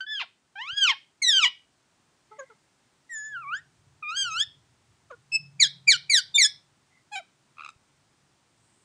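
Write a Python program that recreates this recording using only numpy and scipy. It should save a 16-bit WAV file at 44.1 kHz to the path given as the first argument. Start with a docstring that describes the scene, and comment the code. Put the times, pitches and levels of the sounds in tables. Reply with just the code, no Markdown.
"""A parakeet in a wooden cage, close to the microphone: a peep, three gliding squeals, soft clucks, a thin whistle,
a warbling squeal, a cluck, loud falling chirps among peeps, a nasal squawk, and last a dry rattle of puffs.
Its syrinx is a gliding stack of harmonics, coloured by throat and call; cage walls and a small room answer.
Throughout: hiss, and far traffic as rumble and drone, strongest from 3 to 7 s. Two soft knocks, two faint
whistles of a far bird; near the end the high hiss swells once."""
import sys
import numpy as np
from scipy import signal
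from scipy.fft import rfft, irfft, next_fast_len
from scipy.io import wavfile
from scipy.ndimage import uniform_filter1d

SR = 44100
rng = np.random.default_rng(int(sys.argv[2]) if len(sys.argv) > 2 else 0)


def transcribe(u):
    """Save the signal u as a 16-bit wav file named by the first command-line argument.

    u: samples, shape (n,) or (channels, n), limited to [-1, 1]; the rate is SR.
    q: integer samples, one column per channel.
    """
    v = np.clip(np.atleast_2d(u).T, -1, 1)
    q = np.round(v * 32767).astype(np.int16)
    wavfile.write(sys.argv[1], SR, q)


N = 389844
EDGE_HZ = 15600  # upper band limit of voice and recorder

# Pitch and effort of the long calls: (time [s], pitch [Hz], level [dB])
SMALL_ARCH = [(0.066, 1715, -40), (0.126, 1750, -33.5), (0.188, 1550, -32), (0.216, 1106, -34),
              (0.238, 647, -45)]
WIDE_ARCH = [(0.557, 774, -41), (0.58, 799, -40.5), (0.625, 1013, -33.5), (0.648, 1093, -42.5),
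             (0.67, 1185, -36.5), (0.716, 1542, -32.5), (0.759, 1660, -45), (0.782, 1655, -22),
             (0.806, 1625, -28.5), (0.84, 1544, -13), (0.866, 1380, -26.5), (0.882, 1228, -18.5),
             (0.91, 1020, -21), (0.932, 820, -38.5)]
LONG_FALL = [(1.222, 2225, -23), (1.24, 2031, -24.5), (1.288, 1903, -15.5), (1.306, 1774, -19),
             (1.342, 1582, -23), (1.362, 1586, -22.5), (1.384, 1536, -14.5), (1.41, 1333, -29.5),
             (1.43, 1248, -18.5), (1.454, 992, -17.5), (1.477, 999, -25)]
WARBLE = [(4.028, 1262, -32), (4.044, 1190, -37), (4.104, 1246, -30.5), (4.138, 1397, -40),
          (4.172, 1616, -26.5), (4.226, 1589, -24.5), (4.3, 1300, -39.5), (4.322, 1260, -29.5),
          (4.358, 1334, -33.5), (4.408, 1643, -22.5), (4.432, 1800, -29)]
WHISTLE = [(3.097, 1960, -42.5), (3.125, 1863, -36), (3.165, 1738, -34.5), (3.22, 1706, -39),
           (3.27, 1749, -37), (3.305, 1728, -42), (3.335, 1670, -39.5), (3.378, 1374, -34),
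           (3.404, 1392, -39), (3.425, 1263, -40.5), (3.452, 1093, -42.5), (3.505, 1198, -34.5),
           (3.535, 1428, -27), (3.561, 1660, -36), (3.594, 1866, -46.5)]
SQUAWK = [(7.118, 838, -44), (7.136, 830, -36.5), (7.151, 843, -36.5), (7.16, 758, -31.5),
          (7.186, 786, -35), (7.203, 664, -47)]
# Resonances and colouring of the overtones, named for the kind of call or pose of the beak they go with:
# (centre [Hz], half width [Hz], gain [dB])
OPEN_BEAK = [(2988, 230, 8.5), (4400, 330, -10), (15030, 900, 18.5)]
WARBLE_BEAK = [(6402, 93, 14), (7980, 230, 12), (11100, 200, 17.5)]
CLOSED_BEAK = [(1372, 142, 16.5), (7086, 595, 24.5), (10700, 1670, 20)]
NASAL_COLOUR = [(1485, 110, 5), (3780, 120, 9), (7260, 510, 22), (9840, 1000, 33.5)]
CLUCK_COLOUR = [(1387, 142, 19), (3780, 1100, -28), (6650, 470, 31.5)]
# Open-beaked squeals: (curve, overtones [dB], overtone tilt [dB/octave],
# extra tilt at the start [dB/octave], closing rasp [0-1], colouring)
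SQUEALS = [(SMALL_ARCH, 0.54, -12.5, -34, 0.98, OPEN_BEAK), (WIDE_ARCH, 8.8, -9, 0, 0.45, OPEN_BEAK),
           (LONG_FALL, 7.6, -5.5, 0, 0.22, OPEN_BEAK), (WARBLE, 3.6, -6.5, -39.5, 0.085, WARBLE_BEAK)]
# Falling chirps: (time [s], length [s], first pitch [Hz], lowest pitch [Hz], steepest after [s], glide [s],
# lowest after [s], attack [s], release [s], level [dB], overtones [dB], tilt [dB/octave])
CHIRPS = [(5.598, 0.072, 2390, 1604, 0.029, 0.043, 0.055, 0.005, 0.033, -16, 5.5, -4),
          (5.874, 0.086, 2394, 1408, 0.045, .022, 0.09, 0.0086, 0.052, -14, 6, -3.5),
          (6.096, 0.105, 2384, 1430, 0.084, 0.18, 0.104, 0.0035, 0.012, -18.5, 0.5, 1.5),
          (6.378, 0.094, 2355, 1676, 0.044, 0.044, 0.073, 0.005, 0.012, -16.5, -1, 2.5)]
# Cage peaks and dips where the bird chirps: (centre [Hz], half width [Hz], gain [dB])
CHIRP_CAGE = [(2770, 110, -13.5), (3990, 140, 6), (4230, 81, -4), (4560, 46, -8.5), (6260, 180, -12)]
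# Steady peeps: (time [s], length [s], pitch [Hz], level [dB], overtones [dB], tilt [dB/octave],
# loudest after [s])
PEEPS = [(0.001, 0.036, 1529, -31.5, -4, -17.5, 0.00087), (5.321, 0.051, 2632, -19, -3, -3.5, 0.039),
         (6.345, 0.035, 3594, -14.5, -3.5, -7, 0.017)]
# Soft clucks: (time [s], length [s], first pitch [Hz], last pitch [Hz], level [dB], overtones [dB],
# tilt [dB/octave])
CLUCKS = [(2.316, 0.048, 426, 432, -46, 0.5, -25), (2.391, 0.039, 578, 526, -37, -7, -10),
          (2.502, 0.0165, 484, 420, -48.5, -4.5, -19.5), (5.106, 0.029, 671, 460, -38.5, -8, -16.5)]
# Puffs of the closing rattle: (time [s], level [dB], overtone tilt [dB/octave])
RATTLE = [(7.572, -51, -30), (7.585, -37.5, -30), (7.5963, -36, -24), (7.6092, -34, -18), (7.622, -37, -25),
          (7.6371, -39, -19), (7.649, -34, -11), (7.6631, -34, -12), (7.679, -43, -12), (7.691, -36.5, -5),
          (7.7038, -48.5, 0)]
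# Throat response: (frequency [Hz], gain [dB])
THROAT = [(800, -10), (1300, 2.5), (2000, -3), (2400, 9), (2750, 0.5), (3100, 6.5), (3500, 3.5), (3900, 4),
          (4450, 3.5), (5300, 5.5), (5900, -1), (6450, 5.5), (9300, -6.5), (10200, -21), (15500, -27.5)]
# Reflections in cage and room: (frequency [Hz], decay time before scaling [s], relative gain [dB])
ROOM = [(500, 0.05, 8), (2173, 0.31, -6.5), (4486, 0.3, -2.5), (6140, 0.25, -3.5), (6260, 0.096, -10.5),
        (8500, 0.19, -5.5), (12000, 0.27, -7.5)]
# Soft knocks of the hand on the microphone: (time [s], level [dB])
KNOCKS = [(0.734, -46), (7.765, -53.5)]
# Whistles of a far bird: (time [s], length [s], level [dB])
FAR_WHISTLES = [(2.279, 0.3, -67), (6.89, 0.14, -68.5)]
# Hiss spectrum shape: (frequency [Hz], relative density [dB])
HISS = [(18, -51.5), (30, -20), (130, -4), (202, -5.5), (399, -7.5), (455, -13), (874, -10), (2620, -16),
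        (8720, -19), (12600, -45.5), (15500, -33.5)]
# Swells in the high hiss: (time [s], length [s], level [dB])
HISS_SWELLS = [(8.448, 1, -73)]
# Far traffic: (time [s], rumble level [dB], engine drone level [dB])
TRAFFIC = [(3.1, -89, -89), (3.4, -70.5, -65.5), (3.8, -70.5, -78), (4.198, -63.5, -95.5),
           (5.151, -73, -79.5), (5.399, -78, -56.5), (5.95, -72, -58), (6.099, -66.5, -68.5),
           (7, -80.5, -82)]


def squeals(base_rough=0.056, rasp_s=0.052, rasp_rise_s=0.022, rasp_tilt_db=1, warm_up_s=0.043):
    """Long gliding calls: a dull onset finds its colour, then the end turns rough and bright."""
    for curve, overtones_db, tilt_db, dull_db, closing_rasp, colouring in SQUEALS:
        t, hz, db = trace(curve)
        rasp = closing_rasp * np.clip((t - t[-1] + rasp_s) / rasp_rise_s, 0, 1)
        onset_tilt_db = dull_db * np.exp((t[0] - t) / warm_up_s)
        tilt = tilt_db + onset_tilt_db + rasp_tilt_db * rasp
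        yield call(t, hz, db, overtones_db, tilt, base_rough + rasp, colouring)


def chirps(opening_db=8, fade_db=15.5, start_rough=0.07, end_rough=0.16, rebound_hz_per_s=4500):
    """Loud short calls: an S-curve down in pitch; overtones grow and cross the cage's resonances."""
    for (s, length_s, first_hz, lowest_hz, steepest_s, glide_s, turn_s,
         attack_s, release_s, db, overtones_db, tilt_db) in CHIRPS:
        t = np.arange(0, length_s, 1 / SR)
        slide = np.tanh((np.minimum(t, turn_s) - steepest_s) / glide_s)
        fallen = (slide - slide[0]) / (slide[-1] - slide[0])
        hz = first_hz + (lowest_hz - first_hz) * fallen
        hz += rebound_hz_per_s * np.maximum(t - turn_s, 0)  # pitch turns up past its lowest point
        edges = np.minimum(t / attack_s, (length_s - t) / release_s)
        level_db = db - fade_db * np.clip(1 - edges, 0, 1)
        rough = start_rough + (end_rough - start_rough) * fallen
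        start, sound = call(s + t, hz, level_db, overtones_db + opening_db * (fallen - .5), tilt_db, rough)
        yield start, coloured(sound, CHIRP_CAGE)


def peeps(rough=0.11, ends_db=-13.5):
    """Short notes on one pitch that swell and fade."""
    for s, length_s, hz, db, overtones_db, tilt_db, loudest_s in PEEPS:
        t = np.arange(0, length_s, 1 / SR)
        level_db = db + np.interp(t, (0, loudest_s, length_s), (ends_db, 0, ends_db))
        yield call(s + t, hz, level_db, overtones_db, tilt_db, rough)


def clucks(rough=0.24, settle_s=0.0102, fade_db_per_s=303):
    """Low notes with the beak nearly shut: the pitch settles quickly while the sound dies."""
    for s, length_s, first_hz, last_hz, db, overtones_db, tilt_db in CLUCKS:
        t = np.arange(0, length_s, 1 / SR)
        hz = last_hz + (first_hz - last_hz) * np.exp(-t / settle_s)
        level_db = db - fade_db_per_s * t
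        yield call(s + t, hz, level_db, overtones_db, tilt_db, rough, CLUCK_COLOUR, edge_s=0.019)


def whistle(thin_db=-29, full_db=-11, thin_tilt_db=6, full_tilt_db=-44, fill_s=3.324, fill_width_s=0.078,
            flare_s=3.544, flare_width_s=0.011, flare_tilt_db=30, rough=0.02, flare_rough=0.13):
    """Thin, almost pure tone through the shut beak; fills out in its dip, flares hoarse in the final rise."""
    t, hz, db = trace(WHISTLE)
    full = (1 + np.tanh((t - fill_s) / fill_width_s)) / 2
    flare = (1 + np.tanh((t - flare_s) / flare_width_s)) / 2
    overtones_db = thin_db + (full_db - thin_db) * full
    tilt_db = thin_tilt_db + (full_tilt_db - thin_tilt_db) * full + flare_tilt_db * flare
    return call(t, hz, db, overtones_db, tilt_db, rough + flare_rough * flare, CLOSED_BEAK)


def squawk(overtones_db=-13, tilt_db=-5, peak_rough=0.16):
    """One short nasal note of falling pitch, hoarsest where it is loudest."""
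    t, hz, db = trace(SQUAWK)
    rough = peak_rough * np.sqrt(amp(db - db.max()))
    return call(t, hz, db, overtones_db, tilt_db, rough, NASAL_COLOUR)


def rattle(hz=1280, overtones_db=-5, half_length_s=.0026, fade_db=11, rough=0.32):
    """The syrinx opens in short puffs of a few cycles; the late ones are the crispest."""
    rim = np.array([-1, 0, 1])
    for s, db, tilt_db in RATTLE:
        t = s + half_length_s * rim
        level_db = db - fade_db * abs(rim)
        yield call(t, hz, level_db, overtones_db, tilt_db, rough, CLOSED_BEAK, edge_s=0.0009)


def trace(curve):
    """Time, pitch and level along a call's curve."""
    s, hz, db = np.transpose(curve)
    t = np.arange(s[0], s[-1], 1 / SR)
    return t, np.interp(t, s, hz), np.interp(t, s, db)


def call(t, hz, level_db, overtones_db, tilt_db, rough, colouring=(), edge_s=0.0088,
         overtones_per_db=0.43, tilt_per_db=0.2046):
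    """Start and sound of a call in the cage: less effort than the call's peak dulls the voice."""
    slack_db = level_db - np.max(level_db)
    overtones_db = overtones_db + overtones_per_db * slack_db
    tilt_db = tilt_db + tilt_per_db * slack_db
    controls = (t, hz, level_db, overtones_db, tilt_db, np.clip(rough, 0, 1))
    start, sound = syrinx(np.column_stack(np.broadcast_arrays(*controls)), colouring, edge_s)
    return start, near_walls(sound)


def syrinx(rows, colouring, edge_s, jitter=0.078, jitter_hz=480, shimmer=0.15, wobble=0.012, wobble_hz=70,
           half_db=-24, doubling_hz=1600, air_db=-1, top_loss_db=1.82):
    """Harmonics glide through throat and colouring; roughness shakes their pitch and size and adds air."""
    s, *columns = np.transpose(rows)
    t = np.arange(s[0] - edge_s * 0.65, s[-1] + edge_s * 1.2, 1 / SR)
    hz, level_db, overtones_db, tilt_db, rough = (np.interp(t, s, c) for c in columns)
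    # muscles round each turn of pitch and tremble, more so in a rough voice
    hz = uniform_filter1d(hz, size=441, mode="nearest")
    hz *= 1 + wobble * np.sqrt(rough) * band(SR, 0, wobble_hz)[:len(t)]
    jittered_hz = hz * (1 + jitter * rough * band(SR, 0, jitter_hz)[:len(t)])
    phase = 2 * np.pi * np.cumsum(jittered_hz) / SR
    fundamental_gain = amp(read(THROAT, hz))
    fundamental = fundamental_gain * np.sin(phase)
    overtones, power = np.zeros(len(t)), fundamental_gain ** 2
    for k in range(2, 15):
        colour_db = sum(db * np.exp(-((k * hz - f) / width) ** 2) for f, width, db in colouring)
        source_db = overtones_db + tilt_db * np.log2(k / 2) - top_loss_db * (k - 1.5)
        size = amp(source_db + read(THROAT, k * hz) + colour_db + flicker(t))
        overtones += size * (k * hz < EDGE_HZ) * np.sin(k * phase)
        power += size ** 2
    # near one pitch alternate beats differ: faint lines between the harmonics
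    doubling = np.exp(-((hz - doubling_hz) / 70) ** 2)
    overtones *= 1 + amp(half_db) * doubling * np.sin(phase / 2)
    # the swing starts as a pure tone; overtones follow once it is wide
    from_ends_s = np.minimum(t - t[0], t[-1] - t)
    swing = np.sin(np.pi / 2 * np.clip(from_ends_s / edge_s, 0, 1)) ** 2
    tone = swing * (fundamental + swing ** 2 * overtones) / np.sqrt(power / 2)
    tone += amp(air_db) * rough ** 2 * swing * noise(SR, air_colour)[:len(t)]
    shimmering = 1 + shimmer * rough * band(SR, 0, jitter_hz)[:len(t)]
    return t[0], tone * amp(level_db) * shimmering


def flicker(t, depth_db=3, rate_per_s=55):
    """Slow random level change [dB], drawn anew for each overtone."""
    return depth_db * np.interp((t - t[0]) * rate_per_s, np.arange(64), rng.standard_normal(64))


def air_colour(hz, centre_hz=2980, spread_octaves=0.61):
    """Gain of the rush of air: a broad hump, shaped by the throat."""
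    return amp(read(THROAT, hz)) * np.exp(-(np.log2((hz + 1) / centre_hz) / spread_octaves) ** 2)


def near_walls(x, echo_db=-9, decay_s=0.0035):
    """First echoes off the cage walls, new for each call: gliding harmonics swell and dip in them."""
    t = np.arange(SR // 20) / SR
    echoes = rng.standard_normal(len(t)) * np.exp(-t / decay_s) * (t > .0008)
    response = amp(echo_db) * echoes / np.linalg.norm(echoes)
    response[0] = 1  # direct sound
    return signal.fftconvolve(x, response)


def coloured(x, bands):
    """Minimum-phase peaks and dips: they ring on after the sound that excites them."""
    size = next_fast_len(len(x) + SR // 20)
    f = abs(np.fft.fftfreq(size, 1 / SR))
    gain_db = sum(db * np.exp(-((f - hz) / width) ** 2) for hz, width, db in bands)
    response = np.exp(np.conj(signal.hilbert(np.log(amp(gain_db)))))
    return np.fft.ifft(np.fft.fft(x, size) * response).real


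def space(x, cage_db=-18, room_db=-22):
    """Direct sound, a quick scatter in the cage and the room's tail."""
    cage = amp(cage_db) * tail(t60_scale=0.016, delay_s=0.007)
    room = amp(room_db) * tail(t60_scale=0.93, delay_s=0.018)
    return x + signal.fftconvolve(x, cage + room)[:N]


def tail(t60_scale, delay_s):
    """Sparse random reflections, each band dying at its own speed."""
    taps = rng.choice([-1., 1.], SR) * (rng.random(SR) < .1) * (np.arange(SR) > delay_s * SR)
    hz, t, z = signal.stft(taps, SR, nperseg=256)
    t60_s = t60_scale * read(ROOM, hz)[:, None]
    z *= amp(read(ROOM, hz, axis=2)[:, None] - 60 * t / t60_s)
    response = signal.istft(z, SR, nperseg=256)[1]
    return response / np.linalg.norm(response)


def knocks(hz=98, length_s=0.0042):
    """Soft low knocks of the hand on the microphone: sines in bell-shaped bursts."""
    out, t = np.zeros(N), np.arange(N) / SR
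    for s, db in KNOCKS:
        burst = np.exp(-((t - s) / length_s) ** 2)
        out += amp(db) * burst * np.sin(2 * np.pi * hz * (t - s))
    return out


def far_bird(hz=2060, blur_hz=120):
    """Faint whistles, blurred by distance into narrow-band noise."""
    out = np.zeros(N)
    for s, length_s, db in FAR_WHISTLES:
        size = round(length_s * SR)
        add(out, s, amp(db) * band(size, hz, blur_hz) * signal.windows.tukey(size))
    return out


def traffic(drone_hz=141, wander_hz=3, growl_db=-3, growl_width_hz=42, rumble_hz=115, rumble_width_hz=48,
            lumpy_db=3, lumps_hz=5):
    """Far traffic: an uneven band of rumble and a wandering engine drone with a noisy growl."""
    s, *columns = np.transpose(TRAFFIC)
    rumble_db, drone_db = (np.interp(np.arange(N) / SR, s, c) for c in columns)
    wandering_hz = drone_hz + wander_hz * band(N, 0, 10.0)
    drone = np.sqrt(2) * np.sin(2 * np.pi * np.cumsum(wandering_hz) / SR)
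    drone += amp(growl_db) * band(N, drone_hz, growl_width_hz)
    uneven_db = rumble_db + lumpy_db * band(N, 0, lumps_hz)
    return amp(uneven_db) * band(N, rumble_hz, rumble_width_hz) + amp(drone_db) * drone


def hiss(level_db=-68, early_db=-4, settled_s=2.2):
    """Shaped noise that comes up to a steady level."""
    early = np.clip(1 - np.arange(N) / SR / settled_s, 0, 1)
    return amp(level_db + early_db * early) * noise(N, lambda f: amp(read(HISS, f)))


def high_hiss(hz=8200, width_hz=1100):
    """A band of noise: the top of the hiss swells."""
    out = np.zeros(N)
    for s, length_s, db in HISS_SWELLS:
        size = round(length_s * SR)
        add(out, s, amp(db) * band(SR, hz, width_hz)[:size] * signal.windows.tukey(size))
    return out


def amp(db):
    """Decibels to gain."""
    return 10 ** (np.asarray(db) / 20)


def unit(x):
    """Scales to rms 1."""
    return x / np.sqrt(np.mean(x ** 2) + 1e-20)


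def read(points, hz, axis=1):
    """One column of a spectrum table, on a log-frequency axis."""
    table = np.transpose(points)
    return np.interp(np.log(hz + 1), np.log(table[0]), table[axis])


def add(mix, s, sound):
    """Mixes a sound in at time s [s]."""
    part = mix[max(round(s * SR), 0):][:len(sound)]
    part += sound[:len(part)]


def noise(size, colour):
    """Noise of rms 1 whose spectrum has the gain colour(Hz)."""
    spectrum = rfft(rng.standard_normal(size)) * colour(np.fft.rfftfreq(size, 1 / SR))
    return unit(irfft(spectrum, size))


def band(size, hz, width_hz):
    """Noise of rms 1 in one bell-shaped band."""
    return noise(size, lambda f: np.exp(-((f - hz) / width_hz) ** 2))


def scene():
    """The bird in its cage, over the background."""
    bird = np.zeros(N)
    calls = [*squeals(), *chirps(), *peeps(), *clucks(), whistle(), squawk(), *rattle()]
    for start, sound in calls:
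        add(bird, start, sound)
    return (space(bird) + knocks() + far_bird() + traffic() + hiss() + high_hiss())[None]


def record(dry):
    """The recorder's band limit: a steep low-pass."""
    lowpass = signal.firwin(511, EDGE_HZ, window=("kaiser", 9), fs=SR)
    return signal.oaconvolve(dry, lowpass[None], "same")


dry = scene()
out = record(dry)
transcribe(out)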